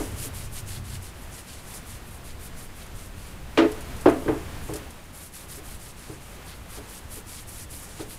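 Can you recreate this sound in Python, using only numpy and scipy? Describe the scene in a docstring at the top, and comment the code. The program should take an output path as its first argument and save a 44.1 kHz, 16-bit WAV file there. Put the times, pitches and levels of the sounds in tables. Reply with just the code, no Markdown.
"""Inside a bare boat hull, a rag rubs quickly back and forth over a wooden plate, heard by one microphone.
Friction makes the hiss and rasp: countless fibres catch on the grain and slip. Between two runs of strokes
the rag is refolded and snaps. Something knocks on the hull, which booms and rings in its damped modes.
Under it lie the rumble and hiss of the yard and, at first, a low drone that may be a distant engine."""
import sys
import numpy as np
from scipy import signal
from scipy.fft import rfft, irfft
from scipy.io import wavfile

SR = 44100
rng = np.random.default_rng(int(sys.argv[2]) if len(sys.argv) > 2 else 0)


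def put_to_file(sound):
    """Save the sound as 16-bit audio at rate SR, in the file named by the first command-line argument."""
    columns = np.atleast_2d(sound).T  # one column per channel
    safe = np.clip(columns, -1, 1)
    whole_steps = np.round(safe * 32767)
    wavfile.write(sys.argv[1], SR, whole_steps.astype(np.int16))


N = 360738


def from_db(db):
    """Decibels to amplitude ratio."""
    return 10 ** (np.asarray(db) / 20)


def rms_one(x):
    """Normalisation to unit rms."""
    return x / np.sqrt(np.mean(x ** 2) + 1e-20)


def in_time(rows):
    """Linear interpolation of each column against the first, time; one value a sample."""
    times_s, *columns = np.transpose(rows)
    return [np.interp(np.arange(N) / SR, times_s, column) for column in columns]


def drift(corner_hz):
    """Random modulation: low-passed noise of about unit spread."""
    step = 40
    pole = np.exp(-2 * np.pi * corner_hz * step / SR)
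    noise = rng.standard_normal(N // step + 2002)
    slow = signal.lfilter([1], [1, -2 * pole, pole * pole], noise)[2000:]
    return np.interp(np.arange(N) / step, np.arange(len(slow)), rms_one(slow))


def coloured(x, spectrum):
    """Spectral shaping: a flat excitation takes on a table's spectrum, at unit rms."""
    hz = np.maximum(np.arange(N // 2 + 1) * SR / N, 1)
    points_hz, points_db = np.transpose(spectrum)
    shape_db = np.interp(np.log(hz), np.log(points_hz), points_db, left=-70, right=-70)
    return rms_one(irfft(rfft(x) * from_db(shape_db), N))


def ring(force, hz, t60_s):
    """Damped harmonic oscillator: a unit impulse starts a decaying sine of height 1."""
    r, w = from_db(-60 / (t60_s * SR)), 2 * np.pi * hz / SR
    return signal.lfilter([0, np.sin(w)], [1, -2 * r * np.cos(w), r * r], force + 1e-18)


# Spectra of the yard's hiss and rumble: frequency_hz, density_db
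YARD_HISS = [(150, 1.5), (315, 1), (550, -0.5), (1070, -2.5), (2500, -7), (5400, -15.5), (10000, -17),
             (15600, -21)]
YARD_RUMBLE = [(12, 9), (25, -4), (70, -0.5), (125, -8), (200, -13), (400, -24.5)]
# Slow swells of the restless rag and the yard: time_s, rustle_db, hiss_gain_db, rumble_gain_db
SWELLS = [(0.0, -49, 8.5, 11.5), (.1, -51.5, 6, 7.5), (.42, -74, 3, 6), (1.14, -64, .5, 2.5),
          (1.7, -58, 1, 1.5), (2.2, -67, 0, 1.5), (3.5, -65, 1.5, 3.5), (3.71, -63, 5, 5.5),
          (4.24, -54.5, 5, 8), (4.69, -62, 4.5, 6.5), (5.0, -63, 2, 0), (5.3, -70, -1.5, 0),
          (6.0, -69, 0, 0.5), (6.5, -68, 0, 1.5), (6.9, -59, 1, 0), (7.6, -74, 0, 0.5), (8.18, -54, 1.5, 1)]

def yard():
    """Ambient noise: a broad hiss and a low rumble under slow amplitude modulation."""
    _, hiss_db, rumble_db = in_time(SWELLS)
    hiss = from_db(-48 + hiss_db + drift(2.3)) * coloured(rng.standard_normal(N), YARD_HISS)
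    rumble_gain = from_db(-43.5 + rumble_db + 0.42 * drift(12) + 0.92 * drift(3))
    return hiss + rumble_gain * coloured(rng.standard_normal(N), YARD_RUMBLE)


# Tones of the drone: pitch_hz, start_s, end_s, start_level_db, end_level_db
DRONE_TONES = [(95.7, 0.033, 1.04, -42.5, -34.5), (124, 0.13, 1.05, -39.5, -44),
               (204, 0.7, 1.01, -48, -46.5)]

def drone(edge_s=0.052, sag_hz_per_s=6):
    """Amplitude and frequency modulation: three low tones swell in, waver, sag and fade."""
    tones, t = 0, np.arange(N) / SR
    for pitch_hz, start_s, end_s, *ends_db in DRONE_TONES:
        gate = .25 * (1 + np.tanh((t - start_s) / edge_s)) * (1 - np.tanh((t - end_s) / edge_s))
        level_db = np.interp(t, [start_s, end_s], ends_db) + 2.5 * drift(7.6)
        hz = pitch_hz - sag_hz_per_s * (t - (start_s + end_s) / 2) + 3 * drift(2.8)
        tones += gate * from_db(level_db) * np.sin(2 * np.pi * np.cumsum(hz) / SR)
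    return tones


def contact_gain(hz, cutoff_hz, damping_db):
    """Contact filtering: the blow drives little above its cutoff, and damping acts most on the lows."""
    return from_db(-damping_db / (1 + (hz / 1500) ** 2)) / (1 + (hz / cutoff_hz) ** 2)


# Prominent modes of the hull panels: pitch_hz, level_db, t60_s
PANEL_MODES = [(266.9, -7.5, 0.33), (313.7, 1, 0.28), (346.5, 2.5, 0.058), (423, -0.5, 0.33),
               (451.4, -1.5, 0.12), (513, -16.5, 0.096), (580, -1, 0.11), (674, -12, 0.4), (908, -14, 0.26),
               (885, -12, 0.2), (1020, -33, 0.23), (1273, -10, 0.083), (1230, -9, 0.2), (1485, -14.5, .18),
               (1914, -14, 0.1), (2440, -23, 0.11), (2780, -31, .14)]

def panel_modes(settled, cutoff_hz, damping_db):
    """Modal superposition: an impulse drives each mode, as does faint noise until the contact settles."""
    modes, click = 0, signal.unit_impulse(len(settled))
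    for hz, level_db, t60_s in PANEL_MODES:
        force = 0.8 * rng.choice([-1, 1]) * click
        force += 0.015 * rng.standard_normal(len(settled)) * (1 - settled)
        gain = from_db(level_db + rng.normal(0, 0.59)) * contact_gain(hz, cutoff_hz, damping_db)
        modes += gain * ring(force, hz, t60_s)
    return modes


# Dense panel modes and echoes: frequency_hz, relative_level_db, t60_s
DIFFUSE_DECAY = [(242, -3.5, 0.35), (398, -5.5, 0.41), (680, -7.5, 0.33), (1280, -9, 0.36),
                 (2500, -8, 0.31), (4540, -10, 0.22), (8000, -12, 0.16)]

def diffuse_tail(t, cutoff_hz, damping_db):
    """Modal overlap: countless close modes and echoes blur into bands of decaying noise."""
    tail = 0
    points_hz, *columns = np.transpose(DIFFUSE_DECAY)
    for hz in np.geomspace(290, 10400, 16):
        level_db, t60_s = (np.interp(np.log(hz), np.log(points_hz), column) for column in columns)
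        band = signal.butter(2, [hz / 1.127, hz * 1.127], "band", fs=SR, output="sos")
        noise = rms_one(signal.sosfilt(band, rng.standard_normal(len(t))))
        envelope = from_db(level_db - 0.5 - 60 * t / t60_s)
        tail += envelope * contact_gain(hz, cutoff_hz, damping_db) * noise
    return tail


# Modes of the whole hull: pitch_hz, t60_s
BOOM_MODES = [(108, 0.23), (128, 0.32)]

def hull_boom(t, rise_s=0.0091):
    """Low-order resonance: the hull vibrates as a whole, building up later than its panels."""
    click = signal.unit_impulse(len(t))
    return sum(ring(click, hz, t60_s) for hz, t60_s in BOOM_MODES) * np.minimum(t / rise_s, 1)


# Blows on the hull: start_s, blow_db, cutoff_hz, crack_hz, crack_db, hum_hz, hum_db,
# settle_s, damping_db (negative lifts the lows), boom_db
HULL_BLOWS = [(0.0, -30.5, 1180, 700, -43, 323, -38, 0.039, 1.5, -41),
              (.241, -44, 890, 510, -46, 268, -40, 0.083, -1, -53),
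              (3.5744, -18, 4160, 2570, -13, 330, -13, 0.095, 8, -32.5),
              (3.587, -35, 3000, 2780, -11, 426.5, -30, .22, 1, -61),
              (4.0582, -13, 1240, 870, -7, 359, -9.5, 0.04, 3.5, -24.5),
              (4.11, -29, 500, 500, -42, 264, -25.5, 0.116, 11, -50),
              (4.218, -35, 706, 494, -32, 290, -43, 0.072, -6, -53),
              (4.261, -27, 500, 400, -22, 327, -30, 0.024, 2, -58),
              (4.281, -21.5, 1050, 1530, -20, 438, -16, 0.03, 0.5, -25),
              (4.687, -31.5, 803, 900, -39, 417.4, -33, 0.082, 1, -32),
              (5.569, -48, 600, 500, -41, 404, -39, 0.036, 0, -51),
              (6.094, -39, 690, 480, -41, 426, -33, 0.018, 2.5, -35.5),
              (6.772, -40, 800, 507, -43, 307, -37, 0.038, 7, -40.5),
              (7.171, -47.5, 700, 503, -42, 302, -41, 0.025, 7, -64),
              (7.714, -54, 604, 397, -50, 312, -42.5, 0.054, 6, -57),
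              (7.993, -38, 1000, 690, -36, 390, -47, .05, 4, -42)]

def knocks(hum_t60_s=0.88, highpass_hz=161):
    """Impact excitation: a blow cracks and rings the hull; the struck panel hums until contact settles."""
    panels, booms = np.zeros(N), np.zeros(N)
    span = round(.7 * SR)
    t, click = np.arange(span) / SR, signal.unit_impulse(span)
    for (start_s, blow_db, cutoff_hz, crack_hz, crack_db, hum_hz, hum_db,
         settle_s, damping_db, boom_db) in HULL_BLOWS:
        settled = .5 + .5 * np.tanh((t - settle_s) / .006)
        body = panel_modes(settled, cutoff_hz, damping_db * settled)
        body += diffuse_tail(t, cutoff_hz, damping_db * settled)
        body *= from_db(blow_db) * np.minimum(t / 0.0023, 1)
        burst = 0.068 * rng.standard_normal(span) * from_db(-60 * t / 0.043)
        crack = from_db(crack_db) * ring(click + burst, crack_hz, t60_s=15.3 / crack_hz)
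        hum_envelope = (1 - np.exp(-t / 0.011)) * from_db(hum_db - 60 * t / hum_t60_s - 40 * settled)
        hum = hum_envelope * np.sin(2 * np.pi * hum_hz * t)
        at = round(start_s * SR)
        panels[at:at + span] += (body + crack + hum)[:N - at]
        booms[at:at + span] += from_db(boom_db) * hull_boom(t)[:N - at]
    highpass = signal.butter(4, highpass_hz, "high", fs=SR, output="sos")
    return signal.sosfilt(highpass, panels + 1e-18) + booms


# Snaps of the cloth and glove: start_s, relative_level_db
CLOTH_SNAPS = [(2.8624, -53), (3.716, -42.5), (3.8064, -43), (3.9644, -50.5), (4.0094, -45.5), (4.084, -46),
               (4.095, -44), (4.7354, -34), (4.756, -39.5), (4.762, -42), (4.7804, -55), (4.9044, -47),
               (5.0374, -57)]

def snap_envelope(rise_s=0.0021, t60_s=0.056):
    """Transient envelopes: each snap of cloth rises sharply and decays exponentially."""
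    snaps, t = np.zeros(N), np.arange(round(.1 * SR)) / SR
    for start_s, level_db in CLOTH_SNAPS:
        at = round(start_s * SR)
        snaps[at:at + len(t)] += from_db(level_db - 60 * t / t60_s) * np.minimum(t / rise_s, 1)
    return snaps


# Strokes of the rag: start_s, length_s, relative_level_db, swell_db, brightness_db, rasp_gain_db
RAG_STROKES = [(0.0, 0.083, -46, -1.5, -2, -6), (0.169, .11, -39, 2.5, 1.5, -5.5),
               (0.342, 0.13, -44.5, -5, 0, -4.5), (0.522, 0.089, -43, 1.5, 1, -5),
               (0.669, .12, -44, -0.5, -0.5, -2), (0.845, 0.13, -46.5, 4, -3, -2),
               (1.021, 0.084, -48, -3, -2, -3), (1.177, .082, -56.5, 6, 6, -14),
               (1.315, 0.095, -46, 3, -3, -7), (1.473, 0.14, -51, -6.5, -4, -0.5),
               (1.666, 0.12, -45.5, 6, -2, -5.5), (1.864, 0.11, -48, 0.5, 0, -2),
               (2.062, 0.12, -55, 1, 7, -12), (2.244, 0.083, -49.5, -1, -1, -1),
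               (2.398, 0.086, -47.5, 3, 3, -3.5), (2.569, 0.096, -48, -2, 1, -8.5),
               (2.755, .094, -51.5, 1, 3, -4), (2.948, .13, -50, -2, 0, -5),
               (3.168, .16, -53, 0.5, 0, -2.5), (4.624, .11, -50.5, -2, 1, -7.5),
               (5.136, 0.15, -47.5, 1, 3, -7), (5.331, 0.12, -46.5, -4, 2, -3.5),
               (5.487, 0.11, -45.5, -0.5, 1, -4), (5.638, .13, -48, 0.5, 3, -4.5),
               (5.8, 0.12, -48.5, -1, 0, -4), (5.97, 0.21, -52.5, -2, -3, -4.5),
               (6.212, .16, -53.5, 0, -2, -7), (6.454, .13, -52, -2.5, 0, -0.5),
               (6.692, 0.098, -47, 5, 4, -0.5), (6.88, .12, -47.5, 2, 0, -4),
               (7.11, 0.095, -44.5, -2, 5, -3), (7.275, 0.16, -45.5, -3, -1, -4.5),
               (7.476, .17, -44.5, 2, 1, -8), (7.702, .15, -45.5, -1.5, 2, -8),
               (7.853, .12, -51.5, -1, -4, -4), (7.97, 0.069, -47, 2, -5, -2),
               (8.09, 0.065, -46, 0, 4, -4.5)]

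def stroke_envelopes(rise_s=0.027, fall_s=0.032, dulling_db=1.5):
    """Friction noise follows sliding speed: a stroke speeds up, holds and brakes, rasping near midway."""
    hiss, sizzle, rasp = np.zeros((3, N))
    time_s = np.arange(N) / SR
    for start_s, length_s, level_db, swell_db, brightness_db, rasp_db in RAG_STROKES:
        near = slice(max(round((start_s - .1) * SR), 0), round((start_s + length_s + .1) * SR))
        t = time_s[near] - start_s
        progress = np.clip(2 * t / length_s - 1, -.5, .5)
        speed = .25 * (1 + np.tanh(2 * t / rise_s)) * (1 - np.tanh(2 * (t - length_s) / fall_s))
        level = speed * from_db(level_db + swell_db * progress)
        tilt = from_db((brightness_db - dulling_db * progress) / 2)
        hiss[near] += level / tilt
        sizzle[near] += level * tilt
        rasp[near] += level * from_db(rasp_db - 14 * (t / length_s - .6) ** 2)
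    return hiss, sizzle, rasp


def fibres(slips_per_s, spread_db):
    """Shot noise: fibres catch and let go at random, in dense clicks of uneven size."""
    sizes = from_db(spread_db * np.minimum(rng.exponential(1, N), 4)) * rng.standard_normal(N)
    return sizes * (rng.random(N) < slips_per_s / SR)


# Friction spectra of the fine hiss, bright sizzle and coarse rasp: frequency_hz, density_db
RAG_HISS = [(3000, -33), (4800, -4.5), (6500, -2), (8500, -1), (10500, -3), (13000, -25)]
RAG_SIZZLE = [(6500, -16.5), (8800, -6), (10800, -4), (12300, -7), (14000, -13.5), (15800, -20)]
RAG_RASP = [(300, -32), (1200, 4.5), (3000, 7), (4500, 7), (6000, -5), (9000, -15)]

def rag():
    """Stick-slip friction: fibres catch on the grain of the wood under a wavering pressure."""
    hiss, sizzle, rasp = stroke_envelopes()
    snaps, pressure = snap_envelope(), drift(22)
    rustle = from_db(in_time(SWELLS)[0])   # the rag never quite rests
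    hiss = np.hypot(hiss * from_db(-2.5), rustle) * from_db(0.29 * pressure + 1.3 * drift(16))
    sizzle = np.hypot(sizzle * from_db(-1.5), rustle) * from_db(0.48 * pressure + 1.15 * drift(38))
    rasp *= from_db(2 * drift(18))
    return ((hiss + snaps) * coloured(fibres(14000, spread_db=1), RAG_HISS)
            + (sizzle + snaps) * coloured(fibres(14000, spread_db=-4), RAG_SIZZLE)
            + (rasp + .5 * snaps) * coloured(fibres(5000, spread_db=0.5), RAG_RASP))


def scene():
    """Superposition: all sources add at one microphone, alike in both channels."""
    mono = yard() + rag() + knocks() + drone()
    return np.array([mono, mono])


def record(dry):
    """Band limiting and DC offset: the top is cut steeply; the converter sits slightly off zero."""
    cutoff_hz, dc_offset = 15700, -.0011
    lowpass = signal.ellip(18, .5, 75, cutoff_hz, fs=SR, output="sos")
    return signal.sosfilt(lowpass, dry) + dc_offset


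dry = scene()
out = record(dry)
put_to_file(out)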